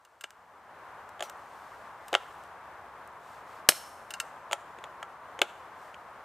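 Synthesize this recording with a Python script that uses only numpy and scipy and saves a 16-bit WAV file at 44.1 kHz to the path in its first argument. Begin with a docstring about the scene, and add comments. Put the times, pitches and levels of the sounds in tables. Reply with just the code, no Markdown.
"""A cleated shoe works a spring-loaded bicycle pedal close to the microphone, on a forest trail.
Knocks are broadband contact forces plus dying modes of sole, frame and cleat; one hard snap twists the cleat out.
Taps ring the free pedal as a bank of modes, and a heavy knock clips the shoe in again; noise makes the faint
rubbing. The trees throw back a faint late echo, as decaying noise, over a steady hiss like a distant stream."""
import sys
import numpy as np
from scipy import signal
from scipy.fft import rfft, irfft
from scipy.io import wavfile
from scipy.ndimage import uniform_filter1d

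SR = 44100
rng = np.random.default_rng(int(sys.argv[2]) if len(sys.argv) > 2 else 0)


def persist_wave(psi):
    """Save psi, clipped to +-1, as 16-bit WAV."""
    counts = np.round(np.clip(psi, -1, 1) * 32767).astype(np.int16)
    wavfile.write(sys.argv[1], SR, np.atleast_2d(counts).T)


N = 275184
T = np.arange(8192) / SR  # time within one blow (s)

# the spring jaw letting the cleat go: [t/s, level/dB, length of the full clash/s]
SNAP = (3.6888, -6.5, 0.0023)
# relative spectrum of the rubbing sole and the scrape: [f/Hz, level/dB]
RUB_COLOUR = [(300, -21), (2500, 1.5), (6000, -3.5), (8500, -3.5), (10500, -9.5), (15000, -9)]


def amp(db):
    """Level to amplitude: 20 dB is a factor of ten."""
    return 10 ** (np.asarray(db) / 20)


def evened(x):
    """Normalization: the root mean square becomes 1."""
    return x / np.sqrt(np.mean(x ** 2) + 1e-20)


def read(points, hz):
    """Interpolation: straight lines over log frequency join the points of a table."""
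    f, value = np.transpose(points)
    return np.interp(np.log(hz + 1), np.log(f + 1), value)


def add(mix, s, sound):
    """Superposition: adds a sound to the mix, in place, from time s."""
    part = mix[max(round(s * SR), 0):][:len(sound)]
    part += sound[:len(part)]


def bins(x):
    """Discrete Fourier analysis: the frequencies (Hz) of the spectrum of x."""
    return np.fft.rfftfreq(x.shape[-1], 1 / SR)


def shaped(x, colour):
    """Linear filtering: multiplies the spectrum of a long sound by a table of gains."""
    return irfft(rfft(x) * amp(read(colour, bins(x))), x.shape[-1])


def dying(t60):
    """Exponential decay: the envelope falls 60 dB in t60 seconds."""
    return np.exp(-np.log(1000) * T / t60)


def pulse(colour):
    """Minimum phase: the sharpest causal pulse with a given spectrum, peak 1."""
    hz = abs(np.fft.fftfreq(len(T), 1 / SR))
    log_gain = np.log(amp(read(colour, hz)))
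    # the Hilbert transform of the log gain gives the phase
    click = np.fft.ifft(np.exp(np.conj(signal.hilbert(log_gain)))).real
    return click / abs(click).max()


def ring(modes, length=1, detune=0):
    """Modal synthesis: sums damped sines of alternating sign, each detuned at random from blow to blow."""
    hz, db, t60 = np.transpose(modes)[:, :, None]
    hz = hz * (1 + detune * rng.standard_normal(hz.shape))
    sign = np.cos(np.pi * np.arange(len(hz)))[:, None]
    sines = np.sin(2 * np.pi * hz * T)
    return (sign * amp(db) * dying(t60 * length) * sines).sum(0)


def brighten(x, treble_db, corner_hz):
    """Contact stiffness: a harder contact lifts everything above the corner."""
    lowpass = signal.butter(1, corner_hz, fs=SR, output="sos")
    low = signal.sosfilt(lowpass, x)
    return low + amp(treble_db) * (x - low)


def chatter(envelope, order=6):
    """Random micro-impacts: noise of energy 1 under an envelope, whitened so that it favours no pitch."""
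    grains = envelope * rng.standard_normal(len(T))
    for _ in range(order):  # alternately flatten the spectrum and restore the envelope
        white = irfft(np.exp(1j * np.angle(rfft(grains))))
        local_rms = np.sqrt(abs(uniform_filter1d(white ** 2, 64)) + 1e-14)
        grains = envelope * white / local_rms
    return grains / np.linalg.norm(grains)


def contact(force, colour):
    """Convolution: a contact force is heard through the impulse response of the parts it shakes."""
    return signal.fftconvolve(force, pulse(colour))[:len(T)]


def hiss(waver_db=0.63):
    """Partly coherent noise: a distant rushing, alike in both channels below the treble, wavering in level."""
    # relative power density: [f/Hz, level/dB]
    spectrum = [(15, -58), (25, -28), (80, -10), (175, -14), (309, -13), (677, -2.5), (1040, 1.5),
                (1650, -6.5), (2550, -19), (4610, -30.5), (13200, -38), (14800, -39.5), (16000, -45.5)]
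    # left-right coherence: [f/Hz, correlation]
    coherence = [(60, 1), (180, 0.99), (550, 0.99), (1650, 0.96), (4970, 0.27), (15000, 0.31)]
    # left-right balance: [f/Hz, level difference/dB]
    balance = [(60, 1.5), (240, 1.5), (950, 1.6), (3770, 1.5), (15000, 0.0)]
    steady_db, fade_db, fade_s = -48, 14.5, 0.85  # fade-in: level reached, rise, duration
    fade_bend = 1.3  # exponent of the rise in dB; above 1 it starts slowly

    left, other = rfft(rng.standard_normal((2, N)))
    t = np.arange(N) / SR
    hz = bins(t)
    same = np.clip(read(coherence, hz), -1, 1)
    right = same * left + np.sqrt(1 - same ** 2) * other
    pair = np.array([left, right]) * amp(np.outer([.5, -.5], read(balance, hz)))
    # slow sines of random phase, 1 to 14 Hz
    waver = evened(sum(np.sin(2 * np.pi * (f * t + rng.random())) for f in np.geomspace(1, 14, 20)))
    rise_db = fade_db * (np.minimum(t / fade_s, 1) ** fade_bend - 1)
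    return evened(shaped(irfft(pair, N), spectrum)) * amp(steady_db + rise_db + waver_db * waver)


def forest(x, echo_db=-19.5, apart=0.32):
    """Diffuse scattering: ground and bike answer first, trunks near 70 ms, and the far wood fades last."""
    # relative colour of the echo: [f/Hz, level/dB]
    echo_colour = [(100, -9.5), (600, -6), (3000, -6.5), (10000, -4), (15000, -10.5)]
    # levels are relative to the far wood
    near_s, near_db, near_t60 = 0.0048, 18.5, 0.14  # ground and bike: first arrival (s), dB, s
    trunks_s, trunks_spread_s, trunks_db = .072, .024, 1.5  # nearest trunks: delay (s), spread (s), dB
    wood_t60 = 1  # far wood (s)

    t = np.arange(SR * 2 // 3) / SR
    near = amp(near_db) * np.exp(-np.log(1000) * t / near_t60)
    trunks = amp(trunks_db) * np.exp(-((t - trunks_s) / trunks_spread_s) ** 2)
    wood = np.exp(-np.log(1000) * t / wood_t60) * np.minimum(t / trunks_s, 1)
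    shared, side = rng.standard_normal((2, len(t)))
    tail = shaped(np.array([shared + apart * side, shared - apart * side]), echo_colour)
    tail *= np.sqrt(near ** 2 + trunks ** 2 + wood ** 2) * (t > near_s)  # powers add
    tail /= np.linalg.norm(tail[0])
    return amp(echo_db) * signal.fftconvolve(x[None], tail, axes=1)[:, :N]


def ports(x):
    """Interchannel difference: two close microphone ports differ slightly in level, and in treble phase."""
    # left-right level: [f/Hz, difference/dB]
    port_side = [(60, 0.0), (180, 1.0), (550, 1.5), (1650, 1.0), (4970, 0.5), (15000, 0.0)]
    # left-right phase: [f/Hz, difference/rad]
    port_phase = [(0, 0), (8440, -0.0), (9390, 0.2), (10200, -0.2), (10500, 0.6), (11600, -0.9),
                  (12800, 1.9), (13400, -0.1), (15000, -1.9), (16100, 0.5)]
    hz = bins(x)
    half = np.array([[1], [-1]]) / 2  # each port takes half of the difference
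    gain = amp(half * read(port_side, hz))
    turn = np.exp(1j * half * read(port_phase, hz))
    return irfft(rfft(x) * gain * turn, N)


def rub(grain_db=2.5):
    """Sliding friction: faint gritty noise of the sole whose amplitude follows the speed of each foot shift."""
    # the foot shifting, each move swelling and easing off: [start t/s, length/s, peak level/dB]
    shifts = [(1.253, 0.72, -66), (1.94, 0.6, -65), (3.188, .25, -64), (3.44, .19, -63.5),
              (4.147, 0.2, -69), (5.48, .22, -71), (5.741, 0.21, -65.5)]
    rest_db = -76.5  # the sole never lies quite still
    speed = np.full(N, amp(rest_db))
    for s, length, db in shifts:
        swell = np.sin(np.pi * np.arange(0, length, 1 / SR) / length)
        add(speed, s, (amp(db) - amp(rest_db)) * swell)
    grit = rng.standard_normal(N) * amp(grain_db * np.minimum(rng.exponential(1, N), 6))
    return speed * evened(shaped(grit, RUB_COLOUR))


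def squeak(scrape_db=-44, scrape_t60=0.15, waver_hz=50):
    """Frictional slip: the cleat scrapes the spring in thin tones of unsteady pitch over a dry noise."""
    # short slips: [t/s, f/Hz, level/dB]
    slips = [(1.234, 5930, -50), (1.253, 5900, -59), (1.278, 5800, -60)]
    slip = np.sin(np.pi * np.arange(SR // 45) / (SR // 45))
    out = np.zeros(N)
    for s, hz, db in slips:
        waver = evened(uniform_filter1d(rng.standard_normal(len(slip)), size=120))
        phase = 2 * np.pi * np.cumsum(hz + waver_hz * waver) / SR
        add(out, s, amp(db) * slip * np.sin(phase))
    scrape = evened(shaped(rng.standard_normal(len(T)), RUB_COLOUR))
    scrape *= dying(scrape_t60) * (1 - dying(0.012))
    add(out, slips[0][0] - .004, amp(scrape_db) * scrape)
    return out


def coils():
    """High modal density: crowded modes of the spring's coils shimmer on as narrow noise after the snap."""
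    # clusters of modes: [f/Hz, width/Hz, level/dB, t60/s]
    clusters = [(3100, 700, -48.5, .5), (4300, 1400, -49.5, .55), (5340, 300, -46.5, .62),
                (6800, 1400, -49, .55), (8480, 700, -47, .55), (11150, 900, -49, .5),
                (13500, 1500, -52, .5)]
    t = np.arange(SR) / SR
    out = np.zeros(N)
    for hz, width, db, t60 in clusters:
        resonance = 1 / (1 + ((bins(t) - hz) / (width / 2)) ** 2)
        cluster = irfft(rfft(rng.standard_normal(SR)) * resonance)
        add(out, SNAP[0], amp(db) * evened(cluster) * np.exp(-np.log(1000) * t / t60))
    return out


def taps(tick_db=6.0, tick_t60=0.047, ring_db=-5.5):
    """Free vibration: light steel-on-steel ticks leave the pedal cage ringing in its own modes."""
    # taps: [t/s, level/dB, treble/dB, factor on the decay times]
    touches = [(0.0500, -44.5, 0.5, 0.82), (0.2098, -32.5, 2.5, 0.88), (0.2383, -30, -10, 0.69),
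               (0.3059, -35.5, -3.5, 0.25), (1.0915, -48.5, 10, 0.35), (1.2975, -30.5, 1.5, 0.33),
               (2.0822, -36, 7.5, 0.49), (2.4370, -46, 0, 0.47), (3.0753, -52, 12.5, .4),
               (4.1060, -25, 2, 1), (4.1385, -21, -20, 0.95), (4.2006, -14.5, -2.5, 0.81)]
    # relative spectrum of the contact: [f/Hz, level/dB]
    tap_colour = [(100, -34), (600, -25), (1400, 9.5), (4000, -0.5), (8500, 2), (9800, -2.5), (13500, -1.5),
                  (15500, -3)]
    # modes of the free pedal, before the decay factor: [f/Hz, level/dB, t60/s]
    pedal_modes = [(1370, -15, 0.13), (1613, -13, 0.054), (1840, -22, 0.062), (2740, -11.5, 0.072),
                   (2934, -9, 0.039), (3740, -8.5, 0.016), (4420, -21, 0.053), (5070, -17, 0.058),
                   (6350, -13.5, 0.028), (6800, -25, 0.028), (7400, -6, 0.012), (8680, -8.5, 0.012)]
    out = np.zeros(N)
    for s, db, treble_db, length in touches:
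        tick = amp(tick_db) * contact(chatter(dying(tick_t60 * length)), tap_colour)
        tick = brighten(tick, treble_db, corner_hz=6000)
        clink = amp(ring_db) * ring(pedal_modes, length, detune=0.0083)
        add(out, s, amp(db) * (tick + clink))
    return out


def snap(clash_db=19, clash_t60=0.017, buzz_db=7, buzz_t60=0.1, ring_db=1.0):
    """Release of stored energy: the jaw clashes on its stop for some milliseconds, then buzzes and rings."""
    # relative spectrum of the contact: [f/Hz, level/dB]
    snap_colour = [(40, -32), (150, -9.5), (350, -2), (700, 0), (1700, 1), (3100, 2), (3550, -4.5),
                   (4100, 5), (7000, 0), (11000, 0), (12700, -1.5), (15000, -8)]
    # modes of the spring jaw: [f/Hz, level/dB, t60/s]
    jaw_modes = [(600, -22, .07), (1391, -23, .06), (1690, -9, .018), (3005, -12, .03), (3975, -18, .03),
                 (4660, -19, .03), (5420, -11, .045), (6280, -20, .03), (8200, -20, .04), (8555, -14, .035),
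                 (11090, -18, .03), (11175, -19, .04), (12400, -23, .03), (13580, -22, .03)]
    s, db, length = SNAP
    # full strength for the length of the clash, then decay
    held = np.minimum(1, dying(clash_t60) * np.exp(np.log(1000) * length / clash_t60))
    force = amp(clash_db) * chatter(held) + amp(buzz_db) * chatter(dying(buzz_t60))
    out = np.zeros(N)
    add(out, s, amp(db) * (contact(force, snap_colour) + amp(ring_db) * ring(jaw_modes)))
    return out


def knocks(slide_s=.0022, slide_db=-13, crunch_t60=.013, grind_db=-11, grind_t60=.04, rattle_db=-17,
           rattle_t60=0.069, sole_db=-8, sole_t60=0.02, focus_db=6):
    """Impact excitation: the cleat slides, hits home and crunches grit; sole, frame and metal ring, damped."""
    # cleat on pedal: [t/s, level/dB, sole thud/dB, pedal-body clack/dB, treble/dB, sole pitch f/Hz]
    blows = [(0.2413, -23.5, -8, 2, 1, 800), (1.1950, -38, 5, 0, -7, 735), (1.207, -20, 2, -3, -1, 660),
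             (1.225, -29, 11, 7, 10.5, 680), (2.1303, -16, 9.5, -2, -1, 580),
             (2.1413, -13, -8, -20, -4, 580), (2.1512, -1.5, -6, -18, -10, 730),
             (3.7215, -26, 4, -15, -5.5, 804), (4.513, -27, 10, -20, 0.5, 850),
             (4.5223, -27.5, 4, -11, 8, 825), (4.531, -18.5, 8, -26, 12, 960),
             (4.7870, -39.5, 8, -5, -7, 400), (4.8405, -26, 0, -10, -5, 920),
             (5.0287, -24.5, 6, -8, -3, 1230), (5.3913, -26.5, 4, -17, 0.5, 520),
             (5.4173, -3, -4, -0.5, 1.5, 467), (5.9438, -35, -6, -13, -10, 801)]
    # relative spectrum of the contact: [f/Hz, level/dB]
    knock_colour = [(50, -44), (180, -27), (350, -8), (700, -2), (1000, -5.5), (1400, 2), (2000, 0),
                    (3100, 2), (4200, -14), (5700, -17), (7200, -16), (10000, -23), (15000, -30)]
    # modes of the shoe pressed on crank and frame, before focusing: [f/Hz, level/dB, t60/s]
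    frame_modes = [(360, -17.5, 0.055), (400, -23.5, 0.073), (533, -24, 0.08), (580, -15, 0.062),
                   (690, -18.5, 0.066), (829, -24.5, 0.15), (1030, -28, 0.027), (1338, -23, 0.14)]
    # modes of the pedal body, damped by the foot: [f/Hz, level/dB, t60/s]
    body_modes = [(1418, -10.5, 0.01397), (1595, -21, 0.039), (2600, -14.5, 0.0085), (2870, -4, 0.013),
                  (3455, -13.5, 0.011)]
    # modes of the cleat: [f/Hz, level/dB, t60/s]
    cleat_modes = [(6350, -26.5, 0.027), (6920, -14.5, 0.015), (7620, -26, 0.024), (8540, -19.5, 0.012)]
    # grit gives way under a hard blow: share at full force (dB), loss per dB of force
    crunch_full_db, crunch_yield = -8, 0.28
    # a light, glancing blow frees the cleat: share (dB), loss per dB of force, gain per dB of treble
    cleat_full_db, cleat_damping, cleat_edge = -12.5, 0.47, 1
    highpass = signal.butter(2, 260, "high", fs=SR, output="sos")

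    out = np.zeros(N)
    for s, db, thud_db, clack_db, treble_db, sole_hz in blows:
        crunch_db = crunch_full_db - crunch_yield * db
        cleat_db = cleat_full_db - cleat_damping * db + cleat_edge * treble_db
        slide = amp(slide_db) * chatter((T / slide_s) ** 2 * (T < slide_s))
        crunch = amp(crunch_db) * chatter(dying(crunch_t60) * (1 - dying(crunch_t60)))
        settle = amp(grind_db) * chatter(dying(grind_t60)) + amp(rattle_db) * chatter(dying(rattle_t60))
        hit = np.roll((T == 0) + settle, round(slide_s * SR))  # a unit impulse ends the slide
        force = slide + np.roll(crunch, round(slide_s * SR / 2)) + hit
        crack = brighten(contact(force, knock_colour), treble_db, corner_hz=5000)

        sole = amp(sole_db) * dying(sole_t60) * np.sin(2 * np.pi * sole_hz * T)
        # the sole drives the frame modes nearest its own pitch
        driven = [(hz, mode_db - focus_db * np.log2(hz / sole_hz) ** 2, t60)
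                  for hz, mode_db, t60 in frame_modes]
        thud = amp(thud_db) * (sole + ring(driven, detune=.008))
        thud *= 1 - dying(0.0071)  # rubber softens the start
        thud = signal.sosfilt(highpass, thud)  # small parts radiate little bass

        clack = amp(clack_db) * ring(body_modes, detune=.012)
        metal = clack + amp(cleat_db) * ring(cleat_modes, detune=.015)
        add(out, s - slide_s, amp(db) * (crack + thud))
        add(out, s, amp(db) * metal)
    return out


def scene():
    """Superposition: the direct sound of the pedal, its echo and the background."""
    pedal = knocks() + taps() + snap() + coils() + squeak() + rub()
    return ports(pedal) + forest(pedal) + hiss()


def record(dry):
    """Saturation and band limit: the loudest peaks flatten at full scale, then a lowpass cuts the top."""
    edge_hz = 15500
    clipped = dry / (1 + dry ** 6) ** (1 / 6)
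    lowpass = signal.firwin(255, edge_hz, window=("kaiser", 9), fs=SR)
    return signal.oaconvolve(clipped, lowpass[None], "same")


dry = scene()
out = record(dry)
persist_wave(out)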